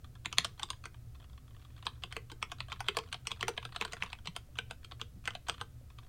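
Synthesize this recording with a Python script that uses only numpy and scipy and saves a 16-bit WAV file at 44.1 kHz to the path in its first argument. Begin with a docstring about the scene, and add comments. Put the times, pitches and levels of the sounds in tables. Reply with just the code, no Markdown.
"""Short bursts of typing clatter close to the microphone: two hands on a mechanical keyboard on a desk.
Each key slides, strikes its stop and rattles; the blow rings keycap, plate, case and desk.
Between strokes, fingers brush the caps. A small room answers from the nearby walls,
and behind it all lie a low indoor hum and a faint hiss."""
import sys
import numpy as np
from scipy import signal
from scipy.fft import rfft, irfft
from scipy.io import wavfile

SR = 44100
rng = np.random.default_rng(int(sys.argv[2]) if len(sys.argv) > 2 else 0)


def dump(signal):
    """Clip the signal to [-1, 1] and save it as 16-bit WAV at the path in sys.argv[1]."""
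    limited = np.clip(np.atleast_2d(signal).T, -1, 1)
    pcm = np.round(limited * 32767).astype(np.int16)
    wavfile.write(sys.argv[1], SR, pcm)


N = 268128

# room tone, rumble to hiss: f/Hz, relative density/dB
AIR_SPECTRUM = [(20, -1.5), (40, -6.5), (65, 3.5), (110, -3), (150, -11.5), (200, -19), (280, -21),
                (400, -27), (600, -29), (800, -35.5), (1400, -36), (2200, -39), (6000, -41), (16000, -43.5)]
# narrow tones of the indoor hum: f/Hz, width/Hz, level/dB
HUM_TONES = [(118.4, 5.8, -57), (253, 8.2, -77), (744, 14, -85.5), (1268, 8, -86)]
# echoes off nearby walls and furniture: t/s after the direct sound, level/dB relative to it
EARLY_ECHOES = [(.0046, -18), (.0117, -23), (.0134, -26), (.0218, -25.5)]
# colour of the room's tail: f/Hz, relative level/dB
TAIL_SPECTRUM = [(100, -4), (400, 11), (750, -5.5), (1200, -2.5), (2000, 2.5), (3200, -3), (5000, -0.5),
                 (9000, -5), (15000, -11.5)]
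# modes of each part: f/Hz, width/Hz, relative level/dB
DESK_MODES = [(179.5, 22, 11), (235, 14, -9.5)]
CASE_MODES = [(348, 76, -3.5), (392, 94, -2), (457.7, 64, 0.5)]
PLATE_MODES = [(705.6, 96, 0), (874, 247, -7.5), (1074, 170, 0.5), (1282, 240, -6.5), (1545, 180, 0.5)]
CAP_MODES = [(1748, 360, 6), (2068, 280, 1.5), (2460, 504, 3.5), (2670, 475, -3.5), (3196, 270, 7.5),
             (3600, 580, 2.5), (4130, 410, 3), (4404, 760, -5)]
HOUSING_MODES = [(4380, 940, -2.5), (5037, 410, -7.5), (5810, 670, -7), (6320, 1000, -12)]
STEM_MODES = [(7345, 520, -6), (8330, 370, -4), (8920, 750, -8), (9590, 160, -10)]
CRACK_MODES = [(11400, 200, -3), (13000, 900, 3.5), (14740, 700, -10.5)]
# a desk thud under one key stroke, and a few soft knocks on the board: t/s, f/Hz, level/dB
LOW_THUDS = [(4.274, 171, -44.5), (4.485, 604, -66.5), (5.16, 221, -51.5), (5.808, 554, -64)]
# fingers shifting about on the caps: start t/s, end t/s, tick level/dB
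FIDGET_SPANS = [(1.146, 1.339, -67.5), (1.476, 2.153, -70.5), (2.548, 3.149, -63.5), (3.35, 4.153, -64.5),
                (5.461, 5.591, -58), (5.948, 6.079, -69)]
# clear touches of a fingertip on a cap: t/s, level/dB
CAP_TOUCHES = [(.044, -57), (.153, -60.5), (.248, -53), (.624, -51.5), (.731, -55.5), (.839, -53),
               (.944, -61.5), (1.2, -64), (1.377, -61.5), (1.565, -65.5), (1.649, -62), (1.764, -65),
               (1.826, -55), (2.115, -57), (2.2989, -52.5), (2.684, -55.5), (2.699, -56), (2.947, -56),
               (3.307, -48), (3.723, -54.5), (3.748, -55), (3.878, -56), (3.9672, -53), (4.061, -52.5),
               (4.101, -57), (4.187, -60.5), (4.555, -58), (4.912, -54), (4.997, -55), (5.467, -60),
               (5.541, -56), (5.603, -57), (5.902, -63), (5.986, -55)]
# key strokes and returns: t/s, cap level/dB, cap f/Hz, then plate, case and switch rattle
# level/dB relative to the cap
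KEYSTROKES = [(0.2577, -35, 3250, -9, -20.5, -11.5), (0.3272, -41, 3100, -4.5, -20, -2.5),
              (0.3837, -21, 3440, -14, -29.5, -6), (.446, -38.5, 3270, -3, -17, -1),
              (.4493, -38.5, 3270, -2, -13.5, -4.5), (0.5956, -47, 2660, -0.5, -20, -4.5),
              (0.6312, -34.5, 4020, -6, -23, -4), (0.7032, -38.5, 3230, -2.5, -21.5, 0),
              (0.8553, -46.5, 2350, 0.5, -10.5, -3), (1.8555, -62, 3703, 2, 4, 7),
              (1.8673, -34, 3340, -2, -26, -12.5), (2.0364, -39, 3000, -6.5, -18.5, -12.5),
              (2.1249, -44.5, 2600, -8, -20, -7.5), (2.1658, -39.5, 2180, -4, -5.5, -8),
              (2.317, -52, 1950, 1, 1.5, -1), (2.427, -34.5, 2830, -2.5, -21, -10.5),
              (2.5172, -43, 2940, 0.5, -19, -6), (2.6044, -38, 2630, -7.5, -32, -16),
              (2.7195, -41.5, 2520, -2.5, -35, -13), (2.7262, -43, 2830, -2.5, -18, -9),
              (2.805, -44.5, 2430, 6.5, -15, -2), (2.8849, -28, 2600, -8.5, -12, -13.5),
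              (2.969, -37, 2810, 4.5, -1.5, 0.5), (2.987, -39, 3080, -1.5, -7, -8),
              (3.1271, -39, 3170, -4, -36, -4), (3.1433, -41.5, 3540, -6, -20, -20),
              (3.2707, -37, 3240, -8.5, -17, -1.5), (3.3161, -35.5, 3170, -7.5, -22, -10.5),
              (3.4095, -41.5, 3050, -5, -19, -3), (3.428, -33.5, 2660, -5.5, -8.5, -14),
              (3.4815, -37, 2910, 2.5, 0, -0.5), (3.49, -52, 3230, 3, 7.5, 3.5),
              (3.5774, -36, 2940, -5, -19, -19), (3.628, -51, 2900, 0, -33, -14),
              (3.6517, -43, 3130, -2, -11, -9.5), (3.7617, -38, 3410, -4.5, -21, -10),
              (3.8119, -32.5, 2500, -6.5, -8, -10.5), (3.8226, -38.5, 2340, -2, -23, -15),
              (3.8497, -44, 3400, 4, -8.5, -1.5), (3.9219, -53.5, 3100, -3, -6, 3.5),
              (3.9328, -41.5, 2130, -2.5, -11, -5.5), (4.0239, -32, 2530, -14, -36, -23),
              (4.034, -49, 2640, 6.5, -4, 0), (4.1301, -42, 2600, -5.5, -32, -10),
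              (4.2568, -49.5, 3230, -7.5, -11, -9), (4.273, -38, 3380, -7.5, -27, -11),
              (4.3637, -39.5, 3500, -4, -18, -3.5), (4.5874, -34, 3150, -5, -16, -14),
              (4.7096, -43.5, 2880, -0.5, -20, -5), (4.846, -51, 3700, -9, -13, -7.5),
              (4.9201, -49, 2940, -2.5, -11.5, -22), (5.0142, -38.5, 3240, -7.5, -13.5, -11),
              (5.2553, -46.5, 2840, -10, -22, -4.5), (5.276, -33.5, 2120, -2, -15.5, -10),
              (5.306, -47, 3020, -4, -30, -11), (5.3515, -42.5, 2920, -2, -32, -13),
              (5.4851, -43, 3750, 5, -6.5, 0), (5.4965, -33.5, 3220, -5.5, -18, -5.5),
              (5.6124, -42.5, 3480, 3.5, -8, -6.5)]

RING_SIZE = 4096  # samples in one ring of a part
USUAL_DB, DESK_DB, LANDING_DB = -39.5, -59, -61.5  # ordinary stroke: cap, desk thud, finger landing
DESK_GROWTH, SLIDE_GROWTH, LANDING_GROWTH = .82, .69, .41  # dB gained per dB of cap level
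PLATE_HZ, PLATE_SAG_HZ_PER_DB = 1064, 12  # the plate sounds lower when driven harder than the cap


def undb(db):
    """Decibels to gain."""
    return 10 ** (np.asarray(db) / 20)


def unit(x):
    """Scale to an energy of one."""
    return x / np.sqrt(np.sum(x ** 2) + 1e-30)


def add(out, s, x):
    """Mix x into out from time s."""
    i = max(int(round(s * SR)), 0)
    n = max(min(len(x), len(out) - i), 0)
    out[i:i + n] += x[:n]


def coloured(points, size):
    """Noise of rms one, shaped by points of f/Hz, level/dB."""
    hz, db = np.transpose(points)
    f = np.maximum(np.fft.rfftfreq(size, 1 / SR), 1)
    gain = undb(np.interp(np.log(f), np.log(hz), db))
    noise = irfft(rfft(rng.standard_normal(size)) * gain, size)
    return noise / noise.std()


def room_tone(air_db=-53):
    """The place itself: low indoor rumble, faint hiss and a wavering hum."""
    f = np.fft.rfftfreq(N, 1 / SR)
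    out = undb(air_db) * coloured(AIR_SPECTRUM, N)
    for hz, width_hz, db in HUM_TONES:
        tone = irfft(rfft(rng.standard_normal(N)) / (1 + ((f - hz) / width_hz) ** 2), N)
        out += undb(db) * tone / tone.std()
    return out


def room(x, quick_t60=.11, quick_db=-20, long_t60=.29, long_db=-22.5, smear_s=.00079):
    """Direct sound reaches the microphone, then echoes and two tails; each spot has its own paths."""
    t = np.arange(4 * RING_SIZE) / SR
    build = np.clip((t - .004) / .0027, 0, 1)
    tails = ((quick_t60, quick_db), (long_t60, long_db))
    decay = sum(undb(db) * unit(build * undb(-60 * t / t60)) for t60, db in tails)
    response = undb(-1.5) * decay * coloured(TAIL_SPECTRUM, len(t))
    response[0] += 1  # direct sound
    smear = np.exp(-t[:RING_SIZE] / smear_s)  # uneven surfaces spread each echo
    for s, db in EARLY_ECHOES:
        add(response, s, undb(db) * unit(rng.standard_normal(RING_SIZE) * smear))
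    return signal.fftconvolve(x, response)


def contact(snap, rattle_s, rattle_db, settle_s=.000488, settle_db=-3.5):
    """Force spectrum: a blow (weighted by snap), the stem settling, then the loose cap's chatter."""
    t = np.arange(RING_SIZE) / SR
    snap = np.clip(snap, .05, .97)
    blow = undb(settle_db) * unit(rng.standard_normal(RING_SIZE) * np.exp(-t / settle_s))
    blow[0] = 1
    chatter = rng.standard_normal(RING_SIZE) * (rng.random(RING_SIZE) < .2) * np.exp(-t / rattle_s)
    return rfft(np.sqrt(snap) * unit(blow) + np.sqrt(1 - snap) * undb(rattle_db) * unit(chatter))


def ring(force, modes, db, scatter_db=3, detune=.057, lag=np.pi):
    """A part's modes answer a force, a little differently each time; db is the level over 10 ms."""
    hz, width, mode_db = np.transpose(modes)
    chance = rng.standard_normal((len(hz), 2))
    hz = hz * (1 + detune * chance[:, 0])
    # neighbouring modes swing lag radians apart; the less lag, the more abrupt the attack
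    gain = undb(mode_db + scatter_db * chance[:, 1]) * np.exp(1j * lag * np.arange(len(hz)))
    jf = 1j * np.fft.rfftfreq(RING_SIZE, 1 / SR)
    response = sum((g.real * jf + g.imag * h) * w / (h ** 2 + jf ** 2 + jf * w)
                   for h, w, g in zip(hz, width, gain))
    # a part radiates little far below or above its own modes
    low, high = jf / (.75 * hz.min()), jf / (1.15 * hz.max())
    response *= low ** 2 / (low ** 2 + np.sqrt(2) * low + 1)
    response /= (high ** 2 + 1.2 * high + 1) ** 2
    return unit(irfft(force * response)) * undb(db) * np.sqrt(SR / 100)


def favour(modes, pitch_hz, focus_db, octaves):
    """Where a key sits decides which modes it wakes most: those near its own pitch."""
    return [(hz, width, db + focus_db * np.exp(-(np.log2(hz / pitch_hz) / octaves) ** 2))
            for hz, width, db in modes]


def rubbing(start_s=1.6, end_s=1.87, slips_per_s=300, slip_db=-81.5):
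    """Barely audible even this close, skin slips over a cap in many tiny steps."""
    out = np.zeros(N)
    for s in rng.uniform(start_s, end_s, int((end_s - start_s) * slips_per_s)):
        force = contact(.12, rattle_s=.0057, rattle_db=-2)
        add(out, s, ring(force, CAP_MODES, slip_db))
    return room(out)[:N]


def touch(db, cap_hz=3100, plate_hz=1230):
    """A light touch makes a cap chatter against its stem."""
    force = contact(.19, rattle_s=.0043, rattle_db=-2.5)
    cap = ring(force, favour(CAP_MODES, cap_hz, focus_db=1.5, octaves=.35), db + .5, scatter_db=1.5)
    plate = ring(force, favour(PLATE_MODES, plate_hz, focus_db=9, octaves=.24), db, scatter_db=2)
    return cap + plate + ring(force, HOUSING_MODES, db - 12) + ring(force, STEM_MODES, db - 17)


def fingers(fidgets_per_s=40, spread_db=2):
    """Fingertips land ahead of the strokes, touch idle caps and fidget; desk and board thud softly."""
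    out = np.zeros(N)
    landings = [(s - rng.uniform(.007, .02), LANDING_DB + LANDING_GROWTH * (db - USUAL_DB))
                for s, db, *_ in KEYSTROKES]
    fidgets = [(s, db + spread_db * rng.standard_normal())
               for start, end, db in FIDGET_SPANS
               for s in rng.uniform(start, end, int((end - start) * fidgets_per_s))]
    for s, db in list(CAP_TOUCHES) + landings + fidgets:
        add(out, s, touch(db))
    for s, hz, db in LOW_THUDS:
        force = contact(.25, rattle_s=.0074, rattle_db=2.5)
        add(out, s, ring(force, [(hz, 35, 0)], db))
    return room(out)[:N]


def slide(db, lead_s, swell_s=.0057):
    """The stem scrapes down its housing, louder and louder until it strikes at lead_s."""
    ahead_s = (int(lead_s * SR) - np.arange(RING_SIZE)) / SR
    slips = rng.standard_normal(RING_SIZE) * (rng.random(RING_SIZE) < .3)
    force = rfft(slips * (ahead_s > 0) * np.exp(-(ahead_s / swell_s) ** 2 / 2))
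    scrape = ring(force, CAP_MODES[2:] + HOUSING_MODES, db)
    return scrape + ring(force, STEM_MODES, db - 14) + ring(force, PLATE_MODES, db - 2.5)


def typing(lead_s=.04, case_lag_s=.00051, desk_lag_s=.00033):
    """Close to the microphone, each blow rings every part; the heavy case and desk answer later."""
    out = np.zeros(N)
    for s, db, cap_hz, plate_db, case_db, rattle_db in KEYSTROKES:
        harder_db = db - USUAL_DB
        stem_db = rattle_db - 5.5
        snap = .41 + .014 * harder_db - .01 * rattle_db  # cleaner with more force and less rattle
        force = contact(snap, rattle_s=.004, rattle_db=-2)
        cap_modes = favour(CAP_MODES, cap_hz, focus_db=9, octaves=.34)
        plate_hz = PLATE_HZ - PLATE_SAG_HZ_PER_DB * plate_db
        plate_modes = favour(PLATE_MODES, plate_hz, focus_db=5, octaves=.25)

        key = slide(USUAL_DB - 19.5 + SLIDE_GROWTH * harder_db, lead_s)
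        cap = ring(force, cap_modes, db + .11, scatter_db=4.04, detune=.031, lag=1.136)
        plate = ring(force, plate_modes, db + plate_db + .47, scatter_db=4.5, detune=.02, lag=2.83)
        housing = ring(force, HOUSING_MODES, db + rattle_db - .8, scatter_db=3.5, detune=.055)
        stem = ring(force, STEM_MODES, db + stem_db, scatter_db=5, detune=.02)
        # a key that bottoms out hard on the case also gives a very high crack
        crack_force = contact(.47, rattle_s=.0023, rattle_db=2)
        crack = ring(crack_force, CRACK_MODES, db + (case_db + stem_db) / 2 - 14.5)
        case = ring(force, CASE_MODES, db + case_db - 1, scatter_db=1.5, detune=.014)
        desk = ring(force, DESK_MODES, DESK_DB + DESK_GROWTH * harder_db, scatter_db=6.5, detune=.06)

        add(key, lead_s, cap + plate + housing + stem + crack)
        add(key, lead_s + case_lag_s, case)
        add(key, lead_s + desk_lag_s, desk)
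        add(out, s - lead_s, room(key))
    return out


def scene():
    """One microphone close to the keyboard, in a small room."""
    return (typing() + fingers() + rubbing() + room_tone())[None]


def record(dry, top_hz=16000):
    """The recorder cuts the top steeply."""
    return signal.sosfilt(signal.ellip(10, .1, 80, top_hz, fs=SR, output="sos"), dry)


dry = scene()
out = record(dry)
dump(out)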